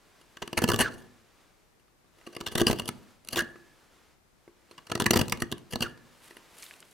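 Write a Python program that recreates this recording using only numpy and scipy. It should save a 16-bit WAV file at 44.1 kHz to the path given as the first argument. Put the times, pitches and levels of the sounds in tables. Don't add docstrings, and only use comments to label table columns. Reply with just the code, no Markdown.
import sys
import numpy as np
from scipy import signal
from scipy.fft import rfft, irfft, next_fast_len
from scipy.io import wavfile
from scipy.ndimage import uniform_filter1d

SR = 44100
rng = np.random.default_rng(int(sys.argv[2]) if len(sys.argv) > 2 else 0)


def dump(signal):
    limited = np.clip(np.atleast_2d(signal).T, -1, 1)
    pcm = np.round(limited * 32767).astype(np.int16)
    wavfile.write(sys.argv[1], SR, pcm)


N = 305608
TIME = np.arange(N) / SR


def undb(db):
    return 10 ** (np.asarray(db) / 20)


def unit(x):
    return x / np.sqrt(np.mean(x ** 2))


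def filtered(x, hz, kind="low", order=2):
    return signal.sosfilt(signal.butter(order, hz, kind, fs=SR, output="sos"), x)


def walk(rate):
    k = int(SR / rate)
    held = np.repeat(rng.standard_normal(N // k + 1), k)
    return unit(uniform_filter1d(held, k))[:N]


def pair(alike):
    mid, side = rng.standard_normal((2, N))
    alike = np.clip(alike, -1, 1)
    opposed = side * np.array([[1], [-1]])
    return (np.sqrt(1 + alike) * mid + np.sqrt(1 - alike) * opposed) / np.sqrt(2)


def spread(x, envelope, side_db):
    return envelope * (x + undb(side_db) * rng.standard_normal(N) * np.array([[1], [-1]]))


def crackle(spread_db):
    return unit(rng.standard_normal(N) * undb(spread_db * rng.exponential(1, N)))


def colour(x, points):
    hz, db = np.transpose(points)
    size = next_fast_len(N)
    gain = undb(np.interp(np.log(np.fft.rfftfreq(size, 1 / SR) + 1), np.log(hz), db))
    return irfft(rfft(x, size) * gain, size)[..., :N]


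def bursts(s, db, rise_ms, fall_ms):
    power = np.zeros(N)
    for at, gain, rise, fall in np.broadcast(s, undb(db), rise_ms, fall_ms):
        span = slice(max(int((at - .02) * SR), 0), int((at + .05) * SR))
        ms = (TIME[span] - at) * 1000
        early = np.minimum(ms, 0) / max(rise, .1)
        late = np.maximum(ms, 0) / max(fall, .1)
        power[span] += gain ** 2 * np.exp(-early ** 2 - late ** 1.003)
    return np.sqrt(power)


def ring(x, modes, step=-1, wander_db=3.0):
    probe = np.r_[1., np.zeros(8191)]
    out, power = 0, 0
    for k, (hz, width, db, pan_db) in enumerate(modes):
        b, a = signal.iirpeak(hz, hz / max(width, 5), fs=SR)
        drive = x * undb(wander_db * walk(40))
        pan = np.array([[.5], [-.5]]) * pan_db
        out = out + step ** k * undb(db + pan) * signal.lfilter(b, a, drive)
        power += np.sum((undb(db) * signal.lfilter(b, a, probe)) ** 2)
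    return out / np.sqrt(power)


# [dB per Hz, relative]
AIR_SPECTRUM = [(15, -29), (25, -2), (187, -8), (238, -9.5), (273, -11.5), (296, -9.5), (470, -12),
                (2270, -20.5), (2820, -24), (15200, -28), (16500, -58.5)]
AIR_DB = -65


def shop():
    balance_db = np.array([[1.2], [-1.2]])
    return unit(colour(pair(0.078), AIR_SPECTRUM)) * undb(AIR_DB + balance_db + 0.21 * walk(0.9))


# pitch_hz [Hz], decay_s [s per 60 dB]
REVERBERATION = [(100, 0.9), (400, 0.65), (1700, 0.33), (5000, 0.22), (14000, 0.027)]
ROOM_DB = -17.5


def room(dry):
    hz, t60 = np.transpose(REVERBERATION)
    t = TIME[:SR // 2]
    tail = 0
    for centre in 60 * 2. ** np.arange(8.):
        noise = filtered(pair(0.4)[:, :len(t)], [centre / 1.44, centre * 1.3], "band")
        tail = tail + noise * undb(-60 * t / np.interp(np.log(centre), np.log(hz), t60))
    tail = tail * np.clip(t / 0.0015, 0, 1)
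    tail = tail / np.sqrt(np.sum(tail ** 2) / 2)
    return undb(ROOM_DB) * signal.fftconvolve(dry.mean(axis=0)[None], tail, axes=1)[:, :N]


# time_s [s], level_db [dB]
RUSTLE_COURSE = [(0, -63), (.95, -63), (1.5, -65.5), (1.6, -71.5), (1.96, -85), (2.2, -62.5), (3.08, -62.5),
                 (3.2, -69), (3.5, -62), (3.8, -64.5), (3.95, -62), (4.13, -66.5), (4.2, -83.5),
                 (4.45, -72.5), (4.75, -63), (5.9, -65), (6.3, -58), (6.93, -62)]
# [dB per Hz, relative]
RUSTLE_SPECTRUM = [(88, -41.5), (150, -7), (361, -3), (821, -6.5), (1100, -5), (4950, -14), (9820, -19),
                   (16000, -23.5)]


def rustle():
    level_db = np.interp(TIME, *np.transpose(RUSTLE_COURSE)) + 1.2 * walk(23)
    return unit(colour(pair(0.9), RUSTLE_SPECTRUM)) * undb(level_db)


# loudest_s [s], level_db [dB], rise_s [s], fall_s [s], both to 1/e
SWEEP_SWELLS = [(6.26, -53.5, 0.056, 0.069), (6.63, -49.5, 0.054, 0.09), (6.93, -63, 0.13, .1)]
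# [dB per Hz, relative]
SWEEP_SPECTRUM = [(300, -18), (1500, 0), (3000, 2), (6000, -4), (10000, 1.5), (13000, -2), (16000, -12)]


def sweep():
    swells = np.zeros(N)
    for at, db, rise, fall in SWEEP_SWELLS:
        swells += undb(db) * np.exp(-np.where(TIME < at, (at - TIME) / rise, (TIME - at) / fall))
    return unit(colour(pair(0.86) * crackle(3.07), SWEEP_SPECTRUM)) * swells * undb(2.0 * walk(70))


# [Hz, band centre]
SHAVING_TICKS = [(6.586, -45, 9550), (6.6253, -39, 6000), (6.631, -40, 3000), (6.6407, -42, 9000),
                 (6.651, -47, 9000), (6.6646, -45, 2800), (6.7105, -42, 1990), (6.717, -53, 2800),
                 (6.739, -46.5, 2580), (6.8045, -44.5, 7050), (6.8273, -45, 1980), (6.913, -55, 8000)]
TICK_OCTAVES = 1.3


def ticks():
    out, wood = np.zeros((2, N)), pair(1.0)
    for s, db, hz in SHAVING_TICKS:
        span = slice(int((s - .01) * SR), int((s + .015) * SR))
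        edges_hz = hz * 2 ** (np.array([-.5, .5]) * TICK_OCTAVES)
        tick = unit(filtered(wood[:, span], edges_hz, "band"))
        out[:, span] += bursts(s, db, 0.77, 1.17)[span] * tick
    return out


# start_s [s], length_s [s], scrape_db [dB], first_hz [Hz], last_hz [Hz], ringing_db [dB]
EDGE_EXITS = [(.818, .074, -33, 1960, 1240, -51), (3.38, .04, -27.5, 1725, 1623, -46),
              (5.838, .04, -39, 1750, 1300, -55)]
SCRAPE_EDGE_S, SING_T60_S, SING_HZ = .008, .7, 1725
SCRAPE_HALF_WIDTH_HZ, SING_HALF_WIDTH_HZ = 130, 65
RASP_DB = -12


def exits():
    hz, scrape, ringing = np.full(N, float(SING_HZ)), np.zeros(N), np.zeros(N)
    for start, length, db, first_hz, last_hz, ringing_db in EDGE_EXITS:
        t = TIME - start
        scraping = (t > 0) & (t < length)
        hz[scraping] = first_hz + (last_hz - first_hz) * t[scraping] / length
        scrape += undb(db) * np.clip(np.minimum(t, length - t) / SCRAPE_EDGE_S, 0, 1)
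        ringing += (t >= length) * undb(ringing_db - 60 * np.maximum(t - length, 0) / SING_T60_S)
    turn = np.exp(2j * np.pi * np.cumsum(hz) / SR)
    sing = 0
    for level, half_width_hz in ((scrape, SCRAPE_HALF_WIDTH_HZ), (ringing, SING_HALF_WIDTH_HZ)):
        slow = filtered(rng.standard_normal((2, N)), half_width_hz)
        sing = sing + level * unit(slow[0] * turn.real + slow[1] * turn.imag)
    rasp = unit(filtered(crackle(2.5), [1000, 5000], "band"))
    return (sing + undb(RASP_DB) * scrape * rasp) * undb(np.array([[-1.5], [.6]]))


# enters_s [s], full_depth_s [s], lifts_s [s]
CUT_DEPTHS = [(.4, 0.594, 1.2), (2.3, 2.572, 3.8), (4.85, 5.073, 6.1)]
SHALLOW_BASS_DB, SHALLOW_TREBLE_DB, TREBLE_HZ = -8, -11, 6500


def shallow():
    depth = 0
    for enters, full, lifts in CUT_DEPTHS:
        depth = depth + np.interp(TIME, [enters, full], [0, 1]) * (TIME < lifts)
    return 1 - depth


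# [dB, relative]
GOUGE_PUSHES = [(.5, .8, 1.07, -45, -0.5), (2.3, 2.7, 3.04, -49.5, 0.4), (3.25, 3.4, 3.57, -53, 2),
                (4.88, 5.22, 5.62, -49, -1.5), (5.69, 5.84, 5.94, -50, 2.3)]
EASE_DB = -20
SNAPS_PER_S, SNAP_DB, SNAP_SPREAD_DB, SNAP_MS = 95, -2, 3.5, 3.6


def shearing():
    level = np.zeros(N)
    for start, hardest, end, db, _ in GOUGE_PUSHES:
        swell_db = np.interp(TIME, [start, hardest, end], [EASE_DB, 0, EASE_DB])
        level += (TIME > start) * (TIME < end) * undb(db + swell_db)
    sizes = undb(SNAP_DB + SNAP_SPREAD_DB * rng.uniform(-1, 1, N))
    hits = (rng.random(N) < SNAPS_PER_S / SR) * sizes
    snaps = signal.lfilter([1], [1, -np.exp(-1e3 / (SNAP_MS * SR))], hits)
    steady = level * undb(2 * walk(150))
    blade_ring_db = np.interp(TIME, *np.transpose(GOUGE_PUSHES)[[1, 4]])
    return steady, steady + level * snaps, blade_ring_db


# [dB, board minus crackle]
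EDGE_SLIPS = [(0.371, -37.5, 4.0, -5), (0.424, -30, 7, 5), (0.4774, -28.5, 2.4, -9.5),
              (0.5309, -27.5, 3.1, -1), (0.5776, -19, 7.5, -0.3), (0.589, -23.5, 2.4, -3.5),
              (0.6212, -26, 5.6, 5.5), (0.634, -34, 4.8, -3), (0.6404, -16.0, 2.6, -1),
              (0.679, -31, 4.2, 0.5), (0.6898, -19.5, 4.9, 0.4), (0.7009, -22.5, 4.1, 4),
              (0.7187, -22.5, 4.7, -6), (0.7361, -28.5, 3.5, 3.5), (0.7435, -22, 2.24, -2.8),
              (0.7614, -24, 1.6, -10.5), (0.7916, -21, 4.9, -1.5), (0.801, -24.0, 3.5, 1),
              (0.81, -19, 12.2, -1), (0.8211, -25, 5.7, -17), (2.2684, -43.5, 7, 0.6),
              (2.2736, -42.5, 2, 1.6), (2.331, -46, 8.4, -7), (2.351, -37.5, 3.9, -17),
              (2.3664, -31, 3, -3.2), (2.405, -34.5, 2.6, -5.5), (2.4107, -28, 3.5, 1),
              (2.467, -26, 7.2, -4), (2.4752, -26.5, 3.3, -10.5), (2.4847, -32, 3.1, -10),
              (2.5213, -40.5, 12, -1.5), (2.5552, -20.5, 4.7, -3), (2.5811, -22.5, 7.2, -0.5),
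              (2.5997, -27, 5.3, 2), (2.6073, -23, 4.1, -7), (2.6162, -21.5, 3.4, 5.5),
              (2.6689, -18.5, 4.2, -0.9), (2.6814, -25, 14, -4), (2.6999, -27.5, 3.9, 11),
              (2.7124, -22.5, 5.4, -6.5), (2.73, -27, 3.3, 1.5), (2.7883, -34, 3.9, -2),
              (2.798, -25.5, 3.7, -6.5), (2.8198, -40.0, 2.0, 2), (2.858, -39.5, 3.3, -8.5),
              (2.88, -30, 5.5, -11), (2.89, -24.5, 2.2, -4.5), (3.249, -46, 1.5, -23.5),
              (3.2747, -41.5, 1.3, -21.5), (3.2876, -23.5, 1.7, -27.5), (3.311, -45, 6.6, -15.0),
              (3.3314, -29, 9.5, -3.5), (3.347, -40, 2.9, 3), (3.3596, -26.5, 3.5, -6),
              (3.375, -25.5, 15, -4.5), (3.3914, -22, 3, -14.5), (3.4056, -28.5, 4.4, -13),
              (3.4215, -38.5, 3, 5), (4.7806, -36.5, 3.6, -12.5), (4.7874, -47, 4.9, 1),
              (4.8704, -37.5, 4.9, -11), (4.9001, -35.5, 5, 1), (4.918, -21.5, 3.56, 1.5),
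              (4.954, -20.5, 3.9, -4), (4.977, -37, 2.7, 3), (5.0013, -18.5, 3.8, -3),
              (5.0107, -28.5, 6.6, 0), (5.0212, -23.5, 4, -1.5), (5.0427, -32, 2.0, -13),
              (5.0599, -25.5, 3.1, -0.7), (5.0642, -15, 4.2, -2), (5.109, -10.5, 3.2, -8.5),
              (5.135, -23.5, 4.6, 3), (5.1394, -22, 5.1, 0), (5.1609, -20.5, 5.5, 2.5),
              (5.1706, -18, 3.4, -5.5), (5.1935, -21, 6.5, 1), (5.214, -19, 4, -1),
              (5.2826, -28.5, 2.2, -22), (5.2977, -27.5, 2.1, -23), (5.3236, -16.4, 3.4, -6.5),
              (5.374, -39, 2.4, -9), (5.404, -38, 6.1, -12), (5.4219, -23.5, 3.6, 0),
              (5.5168, -27.5, 1.8, -14.5), (5.5245, -26.0, 2.9, -2.2), (5.5808, -45, 2.3, -5),
              (5.712, -44, 7.8, -14), (5.7254, -36.5, 4.9, -6), (5.735, -30, 4.4, 1.5),
              (5.7579, -27.5, 2.85, -1.8), (5.8077, -30, 4.2, 2), (5.8252, -25, 9.2, -3)]
# [dB, minus peak]
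BOARD_CONTACTS = [(0.213, -52.5, 11), (2.045, -57, -19.5), (1.798, -57, 2.5), (1.88, -58.5, -3.5),
                  (2.186, -49, 0), (2.213, -47.5, 1), (3.558, -40, -21), (4.478, -40, -13),
                  (4.712, -40, 3.5), (5.572, -41, -20), (5.975, -47.5, 0), (6.309, -39.5, -5),
                  (6.368, -37.5, -5)]
RISE_SHARE, FALL_SHARE = 0.38, .37


def impacts(thud_share, slip_gain_db, treble_share, contact_gain_db, contact_rise_ms, contact_fall_ms):
    slip_s, slip_db, length, thud_db = np.transpose(EDGE_SLIPS)
    contact_s, contact_db, treble_db = np.transpose(BOARD_CONTACTS)
    slip_level_db = slip_db + thud_share * thud_db + slip_gain_db
    slips = bursts(slip_s, slip_level_db, RISE_SHARE * length, FALL_SHARE * length)
    contact_level_db = contact_db + treble_share * treble_db + contact_gain_db
    return slips + bursts(contact_s, contact_level_db, contact_rise_ms, contact_fall_ms)


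# [dB, left minus right]
BOARD_MODES = [(100, 6.7, -12, 2.5), (118, 27, -10, 2.5), (154.4, 36, -8, 1), (210, 38, -5, 2.5),
               (241.5, 31, 2, -3), (296.6, 8.9, -0.5, 4.5), (346, 31, 2, 2), (400.5, 29, -5, -4),
               (458, 23, -3, 8), (510.7, 41, -12.5, -8), (613, 34, -3, 5)]


def board(tear, shove, skim):
    push = spread(tear, shove, -13) + 30 * np.gradient(shove)
    low = ring(push * undb(SHALLOW_BASS_DB * skim), BOARD_MODES[:5], step=0.86)
    high = ring(push, BOARD_MODES[5:], step=0.92)
    return filtered(undb(-3.0) * low + undb(-3) * high, 110, "high")


def rocking(shove, skim):
    sway = shove * undb(SHALLOW_BASS_DB * skim) * pair(-0.52)
    return undb(19) * filtered(sway, [32, 92], "band")


# [dB, left minus right]
MIDDLE_MODES = [(940, 43, -12.5, -1), (1010, 160, 0.5, -2.5), (1148.5, 75, 2.5, -2), (1297, 160, -1.5, -1),
                (1567, 140, -1, -1), (1733, 46, -5.5, 0), (1712, 30, -4, -1), (1934, 280, -2, -1)]


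def middle(tear, shear):
    drive = impacts(0.49, -3.0, 0, -5, 0.54, 1.2) + undb(-15.0) * shear
    return ring(spread(tear, drive, -11.0), MIDDLE_MODES)


# [dB, left minus right]
BLADE_MODES = [(2850, 150, 5, 1.5), (3500, 440, -1, -0.5), (4320, 450, -5, -3), (4800, 400, 0.5, 2),
               (5850, 140, -7, 2.5), (6740, 320, -5, 4.5), (8880, 360, -26.5, -1.5), (10550, 1700, -2, 3),
               (13250, 5600, -19.5, 10.5)]
SHEAR_RING_SHARE = .4


def blade(tear, sharp, shear, blade_ring_db):
    drive = (sharp - (1 - SHEAR_RING_SHARE) * shear) * undb(-2 + blade_ring_db)
    return ring(spread(tear, drive, -19.5), BLADE_MODES, wander_db=3.5)


def fibres(tear, sharp):
    fresh = sharp * (sharp / undb(-15)) ** 0.083
    return undb(-2) * filtered(spread(tear, fresh, -8.5), [1800, 14000], "band", order=1)


def cut():
    shear, snapping, blade_ring_db = shearing()
    tear, skim = crackle(2.63), shallow()
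    sharp = impacts(0, 0, 1, -6.5, 0.46, 2.5) + snapping
    shove = impacts(1, -1.5, 0, -15, 0.5, 0.27) + undb(3.5) * shear
    bright = blade(tear, sharp, shear, blade_ring_db) + fibres(tear, sharp)
    treble = filtered(bright, TREBLE_HZ, "high", order=1)
    bright = bright + (undb(SHALLOW_TREBLE_DB * skim) - 1) * treble
    return bright + board(tear, shove, skim) + rocking(shove, skim) + middle(tear, shear)


def scene():
    work = cut() + exits()
    return shop() + room(work) + rustle() + sweep() + ticks() + work


def record(dry):
    dry = filtered(dry, 12500, order=1)
    return signal.sosfilt(signal.ellip(10, .2, 60, 15900, fs=SR, output="sos"), dry)


dry = scene()
out = record(dry)
dump(out)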